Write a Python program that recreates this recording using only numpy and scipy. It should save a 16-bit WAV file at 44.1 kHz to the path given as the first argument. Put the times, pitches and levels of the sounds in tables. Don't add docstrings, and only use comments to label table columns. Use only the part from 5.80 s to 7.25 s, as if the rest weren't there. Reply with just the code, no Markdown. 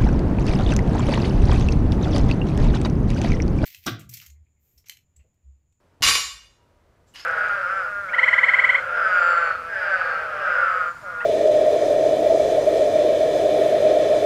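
import sys
import numpy as np
from scipy import signal
from scipy.fft import rfft, irfft
from scipy.io import wavfile

SR = 44100
rng = np.random.default_rng(int(sys.argv[2]) if len(sys.argv) > 2 else 0)


def wav_record(signal):
    frames = np.transpose(np.atleast_2d(signal))
    bounded = np.clip(frames, -1, 1)
    quanta = np.round(bounded * 32767).astype(np.int16)
    wavfile.write(sys.argv[1], SR, quanta)


N = 63945
T = np.arange(N) / SR
HZ = np.maximum(np.fft.rfftfreq(N, 1 / SR), 1)
TOP_HZ = 15500
BASS_HZ, TREBLE_HZ = 900, 3000

# (time [s], bar [dB], plates [dB], floor [dB])
KNOCKS = [(0.2226, -13.5, -4, -6.5), (0.2266, -5, -1.5, -6.5), (0.234, -10.5, 2.5, -9.5),
          (0.249, 2.5, -3.5, 3), (0.2642, -1.5, -3.5, -7), (0.276, -3, 0, -2), (0.2863, -1.5, 0.5, 2),
          (0.301, -7.5, -9, -10), (0.311, -7, -18.5, -11), (0.338, -15.5, -11.5, -11.5),
          (0.352, -17, -1.5, -16), (0.379, -46, -15.5, -9), (0.465, -47.5, -53, -19),
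          (0.545, -43, -56, -18.5)]


def bar_ring(level_db=-23, t60_s=0.47, half_t60_hz=16300):
    # (frequency [Hz], relative level [dB])
    bending_modes = [(1577, -11.5), (1858, -8.5), (2480, -9), (2861, -4.5), (3144, -10.5), (3557, -3),
                     (3975, -5.5), (4351, -5), (4770, -1), (5205, -6), (5655, -4.5), (6140, -7),
                     (6607, -3.5), (7101, -4.5), (7613, -1.5), (8123, -12), (8667, -11), (9207, -7),
                     (9751, -12), (10310, -9), (10880, -18.5), (11480, -22), (12040, -21.5), (12630, -21),
                     (13230, -20.5), (14060, -21), (15100, -21)]
    modes = [(hz, db, t60_s / (1 + (hz / half_t60_hz) ** 2)) for hz, db in bending_modes]
    return undb(level_db) * sum(undb(db) * delayed(ring(modes, detune_hz=7), s) for s, db, _, _ in KNOCKS)


def plate_clatter(crack_db=-17, minor_db=-20.5, main_db=-21, main_t60_s=.15, detune_hz=19):
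    # (frequency [Hz], relative level [dB])
    main_modes = [(1110, -2), (1145, -5.5), (1320, -10.5), (2150, -1.5), (2260, -6.5), (2797, 2.5),
                  (2900, 6), (3930, 0.5), (4692, -0.5), (5060, -1.5)]
    # (frequency [Hz], relative level [dB])
    spectrum = [(90, -36), (150, -21.5), (480, -16.5), (800, -18), (1100, -13), (1700, -10), (2800, -7),
                (3350, -8.5), (4800, -7.5), (7300, -13.5), (8300, -29.5), (9000, -27.5), (10200, -18.5),
                (14200, -24.5), (15500, -45.5)]
    main = [(hz, db, main_t60_s) for hz, db in main_modes]
    minor = minor_plate_modes()
    clatter = tones = 0
    for s, _, db, _ in KNOCKS:
        crack = undb(crack_db) * noise_burst(t60_s=0.017)
        minor_ring = undb(minor_db) * ring(minor, detune_hz)
        clatter += undb(db) * delayed(crack + minor_ring, s)
        tones += undb(db + main_db) * delayed(ring(main, detune_hz), s)
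    return colour(clatter, spectrum) + tones


def minor_plate_modes(count=380, scatter_db=2, t60_s=0.11, damping=0.14):
    hz = (np.arange(count) + rng.uniform(.1, 1.6, count)) * TOP_HZ / count
    db = scatter_db * rng.standard_normal(count)
    decay_s = t60_s * np.minimum(TREBLE_HZ / hz, hz / BASS_HZ).clip(0, 1) ** damping
    return np.column_stack([hz, db, decay_s])


def floor_boom(level_db=-38.5, give_s=.004):
    # (frequency [Hz], relative level [dB], T60 [s])
    modes = [(50, -5.5, 0.9), (60, 0.5, .5), (80, -3.5, 0.097), (100, -7, .15), (118, -3, .15),
             (157, -7, 0.32)]
    onset = 1 - np.exp(-T / give_s)
    booms = sum(undb(db) * delayed(onset * ring(modes, detune_hz=3.7), s) for s, _, _, db in KNOCKS)
    return undb(level_db) * booms


def soft_bumps():
    # (time [s], relative level [dB])
    contacts = [(0.2077, -36.5), (1.2, -63.5)]
    # (frequency [Hz], relative level [dB])
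    spectrum = [(40, -13.5), (110, 4.5), (300, -9.5), (650, -6.5), (1300, -28.5), (4000, -34.5),
                (15000, -51)]
    bursts = sum(undb(db) * delayed(noise_burst(t60_s=.1), s) for s, db in contacts)
    return colour(bursts, spectrum)


def sliding_plate(slips_per_s=4000, spread_db=1.5):
    # (time [s], relative level [dB])
    scrape_force = [(1.25, -110), (1.336, -86.5), (1.348, -47.5), (1.36, -43), (1.374, -48.5), (1.398, -46),
                    (1.435, -60), (1.45, -49)]
    brush_force = [(1.26, -88.5), (1.274, -72), (1.284, -68), (1.297, -71), (1.335, -77.5), (1.35, -87)]
    # (frequency [Hz], relative level [dB])
    scrape_spectrum = [(120, -50.5), (200, -14), (479, -15), (618, -14.5), (702, -11), (2650, -2),
                       (2900, -4), (3750, -7), (5200, -9), (7760, -20.5), (11200, -29.5), (15500, -40.5)]
    brush_spectrum = [(500, -30), (2500, -7.5), (5000, -1.5), (7600, 0), (9200, -11.5), (15000, -16)]
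    # (time [s], level [dB])
    catches = [(1.3585, -43), (1.364, -55.5), (1.3824, -46), (1.3963, -41.5), (1.404, -46), (1.416, -50.5),
               (1.428, -46)]
    # (frequency [Hz], relative level [dB], T60 [s])
    sleeve_modes = [(1104, -18.5, 0.15), (1410, -11, 0.091), (1610, -8.5, 0.095), (1750, -3, 0.034),
                    (2134, -5.5, 0.076), (2856, -8, 0.096), (4440, -4, 0.075), (4900, -7.5, .1),
                    (5060, -5.5, 0.093), (5400, -17, .08), (6670, -11.5, 0.15), (11700, -17.5, 0.057)]
    slips = (rng.random(N) < slips_per_s / SR) * rng.choice([-1, 1], N)
    slips = slips * undb(spread_db * rng.standard_normal(N))
    scrape = colour(slips / np.std(slips) * envelope(scrape_force), scrape_spectrum)
    brush = colour(rng.standard_normal(N) * envelope(brush_force), brush_spectrum)
    chinks = sum(undb(db) * delayed(ring(sleeve_modes, detune_hz=37), s) for s, db in catches)
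    return brush + scrape + chinks


def hub_squeaks(edge_s=.002, waver_depth=0.01945, waver_step_s=0.0029):
    # (time [s], frequency [Hz], duration [s], level [dB])
    squeaks = [(1.272, 7450, 0.031, -71.5), (1.338, 2860, 0.023, -50), (1.337, 9950, 0.015, -63.5),
               (1.357, 2900, 0.0117, -40.5), (1.366, 4960, 0.025, -49.5), (1.392, 11150, 0.0019, -55.5),
               (1.398, 5280, 0.04, -50.5)]
    steps = np.arange(0, T[-1], waver_step_s)
    out = 0
    for s, hz, duration, db in squeaks:
        waver = np.interp(T, steps, rng.standard_normal(N)[:len(steps)])
        pitch = hz * (1 + waver_depth * waver)
        gate = np.clip(np.minimum(T - s, s + duration + edge_s - T) / edge_s, 0, 1)
        out += undb(db) * gate * np.sin(2 * np.pi * np.cumsum(pitch) / SR)
    return out


def hub_ticks():
    # (time [s], level [dB])
    releases = [(1.3275, -76), (1.339, -53.5), (1.347, -54.5), (1.3955, -66)]
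    return sum(undb(db) * delayed(noise_burst(t60_s=0.022), s) for s, db in releases)


def room(x, echo_db=-1.5, delay_s=.004, t60_s=0.5, treble_damping=0.1, bass_damping=0.47, octaves=8):
    noise_spectrum = rfft(rng.standard_normal(N))
    centres = TOP_HZ / 2. ** np.arange(octaves)[::-1]
    tail = 0
    for hz, weights in zip(centres, np.eye(octaves)):
        band = irfft(noise_spectrum * np.interp(np.log(HZ), np.log(centres), weights), N)
        band_t60_s = t60_s * min(TREBLE_HZ / hz, 1) ** treble_damping * min(hz / BASS_HZ, 1) ** bass_damping
        tail += band * decay(band_t60_s)
    tail = delayed(tail, delay_s)
    tail /= np.sqrt(np.sum(tail ** 2))
    return x + undb(echo_db) * signal.fftconvolve(x, tail)[:N]


def thin_tone(hz=960):
    # (time [s], level [dB])
    swell = [(0.76, -89), (0.82, -67), (0.89, -76.5), (0.96, -72.5), (1.02, -82)]
    return np.sqrt(2) * np.sin(2 * np.pi * hz * T) * envelope(swell)


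def room_noise(level_db=-61):
    # (frequency [Hz], relative level [dB])
    spectrum = [(15, -39), (25, -5), (75, 0), (104, 0), (126, -7.5), (183, -10.5), (289, -12), (598, -10),
                (762, -17.5), (945, -15), (1020, -16.5), (1270, -17), (3170, -30.5), (15500, -45)]
    # (time [s], relative level [dB])
    ducking = [(0, 0), (.25, -1.5), (.58, -4.5), (.85, 0), (1.45, 1)]
    return undb(level_db) * envelope(ducking) * colour(rng.standard_normal(N), spectrum)


def ring(modes, detune_hz):
    hz, db, t60_s = np.array(modes).T
    amplitudes = undb(db) * np.sqrt(2 / np.sum(undb(db) ** 2))
    hz = hz + detune_hz * rng.standard_normal(len(hz))
    phases = rng.uniform(0, 2 * np.pi, len(hz))
    out = np.zeros(N)
    for f, amplitude, t60, phase in zip(hz, amplitudes, t60_s, phases):
        t = T[:int(1.3 * t60 * SR)]
        out[:len(t)] += amplitude * np.sin(2 * np.pi * f * t + phase) * np.exp(-np.log(1000) * t / t60)
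    return out


def colour(x, spectrum):
    hz, db = np.array(spectrum).T
    gain = undb(np.interp(np.log(HZ), np.log(hz), db))
    gain /= np.sqrt(np.mean(gain ** 2))
    cepstrum = irfft(np.log(gain), N)
    cepstrum[1:N // 2] *= 2
    cepstrum[N // 2:] = 0
    impulse_response = irfft(np.exp(rfft(cepstrum)), N)[:N // 8]
    return signal.fftconvolve(x, impulse_response)[:N]


def noise_burst(t60_s):
    return rng.standard_normal(N) * decay(t60_s)


def decay(t60_s):
    return np.exp(-np.log(1000) * T / t60_s)


def envelope(points):
    return undb(np.interp(T, *np.array(points).T))


def delayed(x, s):
    return np.concatenate([np.zeros(int(s * SR)), x])[:N]


def undb(db):
    return 10 ** (np.asarray(db) / 20)


def scene():
    bar = room(bar_ring())
    plates = room(plate_clatter() + soft_bumps() + sliding_plate() + hub_squeaks() + hub_ticks())
    return (bar + plates + floor_boom() + thin_tone() + room_noise())[None]


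def record(dry):
    return signal.sosfilt(signal.ellip(10, .2, 80, TOP_HZ, fs=SR, output="sos"), dry)


dry = scene()
out = record(dry)
wav_record(out)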